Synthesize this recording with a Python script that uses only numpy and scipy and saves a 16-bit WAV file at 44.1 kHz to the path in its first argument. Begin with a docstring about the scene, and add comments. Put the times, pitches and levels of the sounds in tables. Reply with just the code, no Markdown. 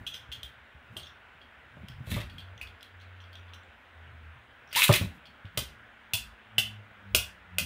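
"""Toy tops in a plastic bowl

Two toy tops are fitted to a launcher, ripped loose and dropped into a thin plastic bowl on a mattress.
Hard parts clack as decaying modes with noisy cracks; gear ticks ring the launcher housing under cord hiss.
Spin hums as sines at the turning rate, the bowl floor thumps as short swings, and hands and jolts rumble
as low noise. A small hard room answers clacks and rips over steady air, all at one phone microphone."""
import sys
import numpy as np
from scipy import signal
from scipy.fft import rfft, irfft, next_fast_len
from scipy.io import wavfile
from scipy.ndimage import uniform_filter1d, map_coordinates

SR = 44100
rng = np.random.default_rng(int(sys.argv[2]) if len(sys.argv) > 2 else 0)


def master(y):
    """Save y as 16-bit WAV."""
    cut = np.clip(np.atleast_2d(y).T, -1, 1)
    pcm = np.round(cut * 32767)  # scale
    wavfile.write(sys.argv[1], SR, pcm.astype(np.int16))


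def level_to_linear(level):
    """Convert decibel levels to linear amplitude factors, elementwise."""
    exponent = np.asarray(level, float) / 20
    return 10 ** exponent


N = 337365  # samples, 7.65 s

# steady air, spectrum shape: pitch_hz, relative_db
AIR_SPECTRUM = [(18, -37), (30, -7), (75, 3), (157, -18), (233, -7.5), (311, -14), (666, -9.5),
                (1220, -9.5), (1460, -3.5), (2120, -9), (3060, -14.5), (3700, -20.5), (4300, -30.5),
                (5590, -37), (13700, -45), (14800, -48), (16000, -30)]
AIR_DB = -55  # rms

# jolts that shake bowl and mattress: start_s, deep_level_db, upper_level_db
JOLTS = [(0.0, -48, -51.5), (0.93, -79, -57.5), (1.36, -77, -73.5), (1.79, -51, -61), (1.94, -45, -76),
         (2.13, -36, -37.5), (2.34, -53, -60), (2.64, -45, -74), (3.45, -63, -78), (4.22, -55, -66.5),
         (4.77, -54, -63.5), (4.96, -44, -45.5), (5.025, -53, -39), (5.1, -51.5, -59.5), (5.62, -41, -49.5),
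         (6.24, -44, -61), (6.69, -54.5, -59), (7.17, -37, -51), (7.63, -40, -46.5)]
JOLT_RISE, JOLT_FALL = 220, 150  # dB per s
REST_DB = -76.5  # never quite still
# hands rumbling on the bowl: start_s, hold_s, level_db
HANDS = [(0.0, .45, -61), (.88, 0.11, -61.5), (1.866, 0.11, -46), (4.1, 0.17, -58), (4.72, 0.032, -62.5)]
HAND_RISE, HAND_FALL = 107, 58  # dB per s
# three bands of the rumble, spectrum shapes: pitch_hz, relative_db
DEEP_SPECTRUM = [(20, -31), (45, 13.5), (62, 20.5), (80, 14), (120, -49.0)]
UPPER_SPECTRUM = [(80, -42.5), (130, 3.0), (230, -2.5), (300, -9.0), (500, -42.5)]
HAND_SPECTRUM = [(50, -49.5), (75, 0.5), (120, 3.5), (140, -2), (220, -63.5)]

# blows on the bowl floor: start_s, swing_level_db, pitch_hz, relative_slap_db
THUMPS = [(0.009, -38, 107, -2), (0.29, -37.5, 66, -40), (0.374, -41.5, 94, -25), (0.439, -38, 65, -22),
          (0.75, -40.5, 69.6, -16), (0.962, -41, 94, 6), (1.019, -43.5, 81, 1), (1.77, -38.5, 141, -0.5),
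          (1.833, -34, 194, -41), (1.899, -34, 127, -43), (2.005, -29.5, 122, -43),
          (2.071, -31.5, 110, -1.5), (2.115, -22.5, 90, -6), (2.164, -20.5, 111, -0.5),
          (2.199, -31.5, 104, 3.5), (2.238, -30, 66.4, -21), (2.561, -40, 100, -25),
          (4.752, -41.5, 114, -40), (4.892, -10.5, 145, 7.5), (4.897, -8, 109, -7), (5.012, -17, 96.7, -5),
          (5.06, -27, 83, -14), (5.447, -31.5, 98.2, -30), (5.574, -25.5, 119.5, 4.5),
          (6.137, -28.5, 103, -26), (6.581, -31, 115, -0.5), (7.146, -31.5, 108.7, 11),
          (7.18, -34.5, 92, -23.5)]
THUMP_CYCLES = 13  # swings until 60 dB down
# slap of contact on the floor, spectrum shape: pitch_hz, relative_db
SLAP_SPECTRUM = [(150, -46), (370, 7), (470, -3), (590, 9), (750, -6), (1200, -1.5), (2500, -55.5)]

# light taps of tops and launcher in the hands:
# start_s, relative_level_db, relative_crack_db, crack_ping_hz, relative_chatter_db
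TAPS = [(0.0657, -24, -25.5, 6030, 6), (0.1365, -35.5, -18, 6100, 2), (0.1428, -27.5, -22.5, 5200, 2),
        (0.168, -42, -19, 4720, -10), (0.3167, -32, -21.5, 4300, 7.5), (0.323, -26.5, -23, 6500, -4),
        (0.348, -33.5, -23.5, 4300, -3.5), (0.4312, -24, -17.5, 4030, -14.5),
        (0.9668, -22, -19.5, 8750, -3.5), (0.9974, -39, -7, 4300, -8), (1.0277, -45, -24, 6370, 12),
        (1.058, -39.5, -22, 5540, 4.5), (1.083, -48, -13, 5450, -6), (1.4146, -41, -22, 4360, -3),
        (1.884, -33, -10, 5130, -17), (1.9183, -46.5, -8, 4530, -24), (2.2964, -38.5, -17, 4470, -2),
        (2.382, -32, -18, 4300, -2.5), (2.401, -42.5, -19, 4300, 4.5), (2.5774, -39, -16, 6160, -20),
        (2.6712, -37, -16, 4410, -11), (2.8078, -42, -14, 4970, -8), (2.828, -34, -10.5, 3930, -25),
        (3, -45, -19, 6050, -5), (3.011, -45.5, -11, 4000, -5), (3.2028, -40, -23, 5800, -2),
        (3.2388, -41.5, -20, 4600, -11), (3.329, -39.5, -18, 4530, -3), (3.3542, -33.5, -19.5, 5800, -24),
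        (3.482, -48.5, -27, 4450, 5), (3.5353, -34.5, -19.5, 5890, -2.5), (3.633, -51, -16, 7500, -20),
        (4.675, -54.5, -4, 5630, 0.5), (4.711, -43, -17, 4770, 7), (5.254, -43.5, -16, 4380, 6),
        (5.4538, -40, -18.5, 4230, -12)]
TAP_CENTRE_HZ = 3220  # light taps ring the modes around here
# harder clacks, a firm tap in the hands, launcher parts, tops clashing:
# start_s, relative_level_db, ringing_centre_hz, relative_crack_db, relative_chatter_db
HARDER_CLACKS = [(2.613, -24.5, 2480, -21.5, -2.5), (4.728, -26.5, 2400, -10, -3),
                 (4.7502, -16, 2870, -23.5, -2.5), (4.7595, -18, 3680, -7, 1),
                 (4.8192, -6.5, 2600, -20, -3), (4.8799, -15, 2580, -11.5, -5.5),
                 (4.9256, -14.5, 3700, -8.5, -1.5), (4.9371, -8.5, 2430, -19, -9.5),
                 (5.5741, -15, 2980, -7.5, -7.5), (6.1347, -15, 3000, -11, 1.5),
                 (6.5818, -4, 2976, -20, -4), (7.1479, -4.5, 2800, -8.5, -9),
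                 (7.5839, -9.5, 2640, -10, -8.5)]
HARDER_PING_HZ = 4600
# modes of the hard plastic parts, before random scatter: pitch_hz, relative_db, t60_s
PLASTIC = [(1516, 6.5, 0.038), (2061, 5.5, 0.024), (2522, 11, 0.01), (2865, 12.5, 0.0094),
           (2910, -9, 0.016), (3202, 3, 0.02), (3285, -4.5, 0.056), (3244, -1.5, 0.038), (3508, 4, 0.029),
           (3913, 6, 0.019), (4300, 5, 0.014), (4740, -2.5, .015)]
# bright edge of a contact, spectrum shape: pitch_hz, relative_db
CRACK_SPECTRUM = [(2350, -41), (4000, -3.5), (5310, 0.5), (7310, -3.5), (8750, -0.5), (13700, -5.5),
                  (14900, 5), (16000, -32)]
# dull body of a contact, spectrum shape: pitch_hz, relative_db
KNOCK_SPECTRUM = [(150, -38.5), (250, -44), (450, -10), (595, -0.5), (808, -10), (1580, -1), (1800, -8.5),
                  (2340, -40), (3960, -120)]
# decay of the small room: pitch_hz, t60_s
ROOM_DECAY = [(200, 0.32), (1400, 0.28), (3700, 0.28), (10000, 0.23), (16000, .2)]

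# bursts of gear rattle: start_s, hold_s, rattle_level_db, hiss_start_level_db, hiss_growth_db
RIPS = [(2.075, 0.044, -50, -59.5, 9.5), (2.117, 0.1, -44, -46.5, -11.5), (4.764, 0.089, -25, -32.5, 4.5),
        (4.926, 0.04, -26, -45, 19.5)]
RIP_RISE, RIP_FALL = 840, 1500  # dB per s
# resonances of the launcher housing: pitch_hz, width_hz, relative_db
HOUSING = [(1144, 340, -9), (1794, 89, 3.5), (2080, 240, 3.5), (2530, 460, 1.5), (2600, 91, 8),
           (3380, 830, 0), (3835, 220, 1), (4300, 300, -14.5)]
# hiss of the sliding cord, spectrum shape: pitch_hz, relative_db
HISS_SPECTRUM = [(2350, -36.5), (4000, 5.5), (5100, -31), (5830, -11.5), (11600, -5.5), (13500, -9),
                 (14800, -8), (16000, -16)]
# the housing rings as the cord catches, rising in pitch:
# start_s, level_db, pitch_hz, glide_hz_per_s, t60_s
BITE = [(4.761, -17, 850, 9000, .09)]

# turning rate of both tops, one list each: time_s, turns_per_s
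SPIN_RATES = [
    [(2.25, 92.5), (3.3, 90.3), (4.45, 77)],
    [(5.1, 106), (6.0, 111), (6.7, 106), (7.65, 87)],
]
# first top, its hum swells as it circles near: start_s, hold_s, level_db
GOLD = [(2.27, 0.27, -48), (2.69, 0.033, -54.5), (2.96, 0.61, -49.5), (4.0, 0.32, -49)]
# second top, swells of its hum: start_s, hold_s, level_db
RED = [(5.77, .02, -60), (6.19, .03, -56), (6.58, .21, -45.5), (7.08, .12, -46), (7.56, .15, -44)]
HUM_RISE, HUM_FALL = 210, 170  # dB per s
OCTAVE_DB, OCTAVE_FALL = -7.5, 66  # relative to the hum; the octave lingers, dB per s


def unit(x):
    """Scaled to rms 1."""
    return x / np.sqrt(np.mean(x ** 2) + 1e-20)


def along(points, hz):
    """Reads (Hz, value) points on a log frequency axis."""
    f, value = np.transpose(points)
    return np.interp(np.log(hz + 1), np.log(f + 1), value)


def wobble(rate):
    """A smooth random curve, rate knots a second."""
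    knots = rng.standard_normal(int(N * rate / SR) + 4)
    return map_coordinates(knots, [np.arange(N) * rate / SR])


def filtered(x, response):
    """x shaped by a response of frequency."""
    n = np.shape(x)[-1]
    m = next_fast_len(n + 8192)
    return irfft(rfft(x, m) * response(np.fft.rfftfreq(m, 1 / SR)), m)[..., :n]


def noise(spectrum, size=N):
    """Coloured noise of rms 1."""
    return unit(filtered(rng.standard_normal(size), lambda hz: level_to_linear(along(spectrum, hz))))


def swell(start_s, hold_s, db, rise, fall):
    """Gain that climbs, holds and sinks at steady dB per second."""
    t = np.arange(N) / SR - start_s
    return level_to_linear(db - rise * np.clip(-t, 0, None) - fall * np.clip(t - hold_s, 0, None))


def room(x, first_s=0.0089):
    """The walls answer after a gap, each frequency dying at its own speed."""
    hz, t, z = signal.stft(rng.standard_normal(SR // 2), SR, nperseg=256)
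    decay = level_to_linear(-60 * t / along(ROOM_DECAY, hz)[:, None])
    tail = signal.istft(z * decay, SR, nperseg=256)[1]
    tail = np.pad(tail, (int(first_s * SR), 0)) / np.linalg.norm(tail)
    return signal.fftconvolve(x, tail)


def air():
    """Steady murmur of noise with faint patches in time and frequency."""
    z = signal.stft(rng.standard_normal(N), nperseg=512)[2]
    field = uniform_filter1d(rng.standard_normal(z.shape), 6, 0)
    field = uniform_filter1d(field, 14, 1)
    patchy = signal.istft(z * level_to_linear(1.21 * unit(field)), nperseg=512)[1][:N]
    murmur = unit(filtered(patchy, lambda hz: level_to_linear(along(AIR_SPECTRUM, hz))))
    return level_to_linear(AIR_DB + 0.44 * wobble(0.17)) * murmur


def bumps():
    """Jolts and hands shake bowl and mattress as lumpy low noise."""
    def shaken(column):
        rest = level_to_linear(REST_DB + 3 * wobble(5.1))
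        return rest + sum(swell(row[0], 0, row[column], JOLT_RISE, JOLT_FALL) for row in JOLTS)

    def lumpy(spectrum):
        return unit(level_to_linear(3.4 * wobble(30)) * noise(spectrum))

    hands = sum(swell(*row, HAND_RISE, HAND_FALL) for row in HANDS)
    jolts = shaken(1) * noise(DEEP_SPECTRUM) + shaken(2) * lumpy(UPPER_SPECTRUM)
    return jolts + hands * lumpy(HAND_SPECTRUM)


def thumps():
    """The bowl floor swings a few cycles; a noisy slap marks the contact."""
    out, t = np.zeros(N + SR), np.arange(SR // 3) / SR
    for s, db, hz, slap_db in THUMPS:
        swing = np.sin(2 * np.pi * hz * t) + 0.16 * np.sin(2 * np.pi * 1.7 * hz * t)
        swing *= level_to_linear(-60 * t * hz / THUMP_CYCLES) * (1 - np.exp(-t / 0.0016))
        slap = level_to_linear(slap_db - 15.5 - 60 * t / 0.18) * noise(SLAP_SPECTRUM, len(t))
        out[round(s * SR):][:len(t)] += level_to_linear(db) * (swing + slap)
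    return out[:N]


def clacks():
    """Each contact rings the modes near its centre, cracks, knocks and chatters on for a moment."""
    out, t = np.zeros(N + SR), np.arange(SR // 16) / SR
    hz, mode_db, t60 = np.transpose(PLASTIC)[:, :, None]
    contacts = [(s, db, TAP_CENTRE_HZ, *rest) for s, db, *rest in TAPS]
    contacts += [(*first, HARDER_PING_HZ, chatter_db) for *first, chatter_db in HARDER_CLACKS]
    for s, db, centre_hz, crack_db, ping_hz, chatter_db in contacts:
        # a sharp contact wakes modes far from the centre, a dull one few
        near_db = (1.6 * crack_db - 11.5) * np.abs(np.log2(hz / centre_hz))
        strength = level_to_linear(mode_db + np.maximum(near_db, -24) + rng.normal(0, 2.2, hz.shape))
        phase = 2 * np.pi * (hz * rng.normal(1, 0.0046, hz.shape) * t + rng.random(hz.shape))
        ring = np.sum(strength * level_to_linear(-60 * t / t60) * np.sin(phase), axis=0)
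        ring *= 1 - np.exp(-t / 0.00066)
        ring *= 4.92 / np.linalg.norm(ring)
        ring += level_to_linear(crack_db - 11.0 - 60 * t / 0.046) * noise(KNOCK_SPECTRUM, len(t))

        # sparse little touches that fade out after the first contact
        struck = rng.random(len(t)) < .025
        touches = rng.uniform(-1.2, 1, len(t)) * struck * np.clip(1 - t / 0.031, 0, 1)
        touches *= level_to_linear(chatter_db) / np.linalg.norm(touches)
        touches[0] = 1
        body = signal.fftconvolve(ring, touches)

        ping = level_to_linear(-17.5 - 1.0 * db)  # quiet contacts ping clearer than loud ones

        def colour(f):
            return level_to_linear(along(CRACK_SPECTRUM, f)) * (1 + ping / (1 + ((f - ping_hz) / 320) ** 2))

        edge = level_to_linear(-60 * t / 0.016) * (1 - np.exp(-t / 0.00067))
        crack = unit(filtered(rng.standard_normal(len(t)), colour))
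        crack *= level_to_linear(crack_db + 4.5) * np.convolve(np.abs(touches), edge)[:len(t)]
        # a click 5 ms late, heard only through the room
        click = np.abs(np.roll(touches, SR // 200)) * rng.choice([-1, 1], len(t))
        click = filtered(click, colour)
        click *= np.linalg.norm(crack) / np.linalg.norm(click)

        mix = level_to_linear(-4.5) * room(body + np.pad(click, (0, len(t) - 1)), first_s=0.0082)
        mix[:len(body)] += body
        mix[:len(t)] += crack
        out[round(s * SR):][:len(mix)] += level_to_linear(db - 3.0) * mix
    return out[:N]


def ripcord():
    """Teeth strike the gear in dense uneven ticks that ring the housing; the sliding cord hisses."""
    time = np.arange(N) / SR
    ticks = (rng.random(N) < 1300 / SR) * rng.standard_normal(N) * level_to_linear(2.6 * wobble(90))

    def housing(f):
        # resonances of alternating sign
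        return sum((-1) ** k * level_to_linear(db) * 1j * f * width / (centre ** 2 - f * f + 1j * f * width)
                   for k, (centre, width, db) in enumerate(HOUSING))

    rattle = unit(filtered(ticks, housing))
    hiss = unit(level_to_linear(2.78 * wobble(120)) * noise(HISS_SPECTRUM))
    direct = np.zeros(N)
    for s, length, rattle_db, hiss_db, grows_db in RIPS:
        grown = np.clip((time - s) / length, 0, 1)
        burst = level_to_linear(rattle_db) * rattle + level_to_linear(hiss_db + grows_db * grown) * hiss
        direct += swell(s, length, 0, RIP_RISE, RIP_FALL) * burst

    s, db, hz, glide, t60 = BITE[0]
    t = np.clip(time - s, 0, None)
    bite = np.sin(2 * np.pi * (hz + glide * t / 2) * t) * (1 - np.exp(-t / .008))
    direct += level_to_linear(db - 60 * t / t60) * bite
    return direct + level_to_linear(-5.5) * room(direct)[:N]


def turning(rows):
    """Angle of a top in radians, summed from its turning rate."""
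    s, rate = np.transpose(rows)
    # outside the listed times the rate is held at -120
    turns_per_s = np.interp(np.arange(N) / SR, s, rate, -120, -120)
    return 2 * np.pi * np.cumsum(turns_per_s) / SR


def spin():
    """An off-centre top shakes the floor once a turn; the second also twice."""
    first, second = (turning(rows) for rows in SPIN_RATES)
    gold, red = (sum(swell(*row, HUM_RISE, HUM_FALL) for row in rows) for rows in (GOLD, RED))
    octave = sum(swell(s, 0.057, db + OCTAVE_DB, HUM_RISE, OCTAVE_FALL) for s, _, db in RED)
    hum = gold * level_to_linear(1.5 * wobble(30)) * np.sin(first)
    hum += red * level_to_linear(1.4 * wobble(11)) * np.sin(second)
    hum += octave * level_to_linear(0.9 * wobble(37)) * np.sin(2 * second)
    return np.sqrt(2) * hum  # levels are rms


def scene():
    """Everything summed in mono at one microphone."""
    return (air() + bumps() + thumps() + clacks() + ripcord() + spin())[None]


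def low_pass(x):
    """Removes everything above the highest recorded frequency."""
    return signal.sosfilt(signal.butter(12, 16800, fs=SR, output="sos"), x)


def record(dry):
    """A phone microphone, deaf to the deepest bass and to everything above 15.7 kHz."""
    heard = filtered(dry, lambda hz: (1j * hz / (45 + 1j * hz)) ** 2 * (hz < 15700))
    return low_pass(heard)


dry = scene()
out = record(dry)
master(out)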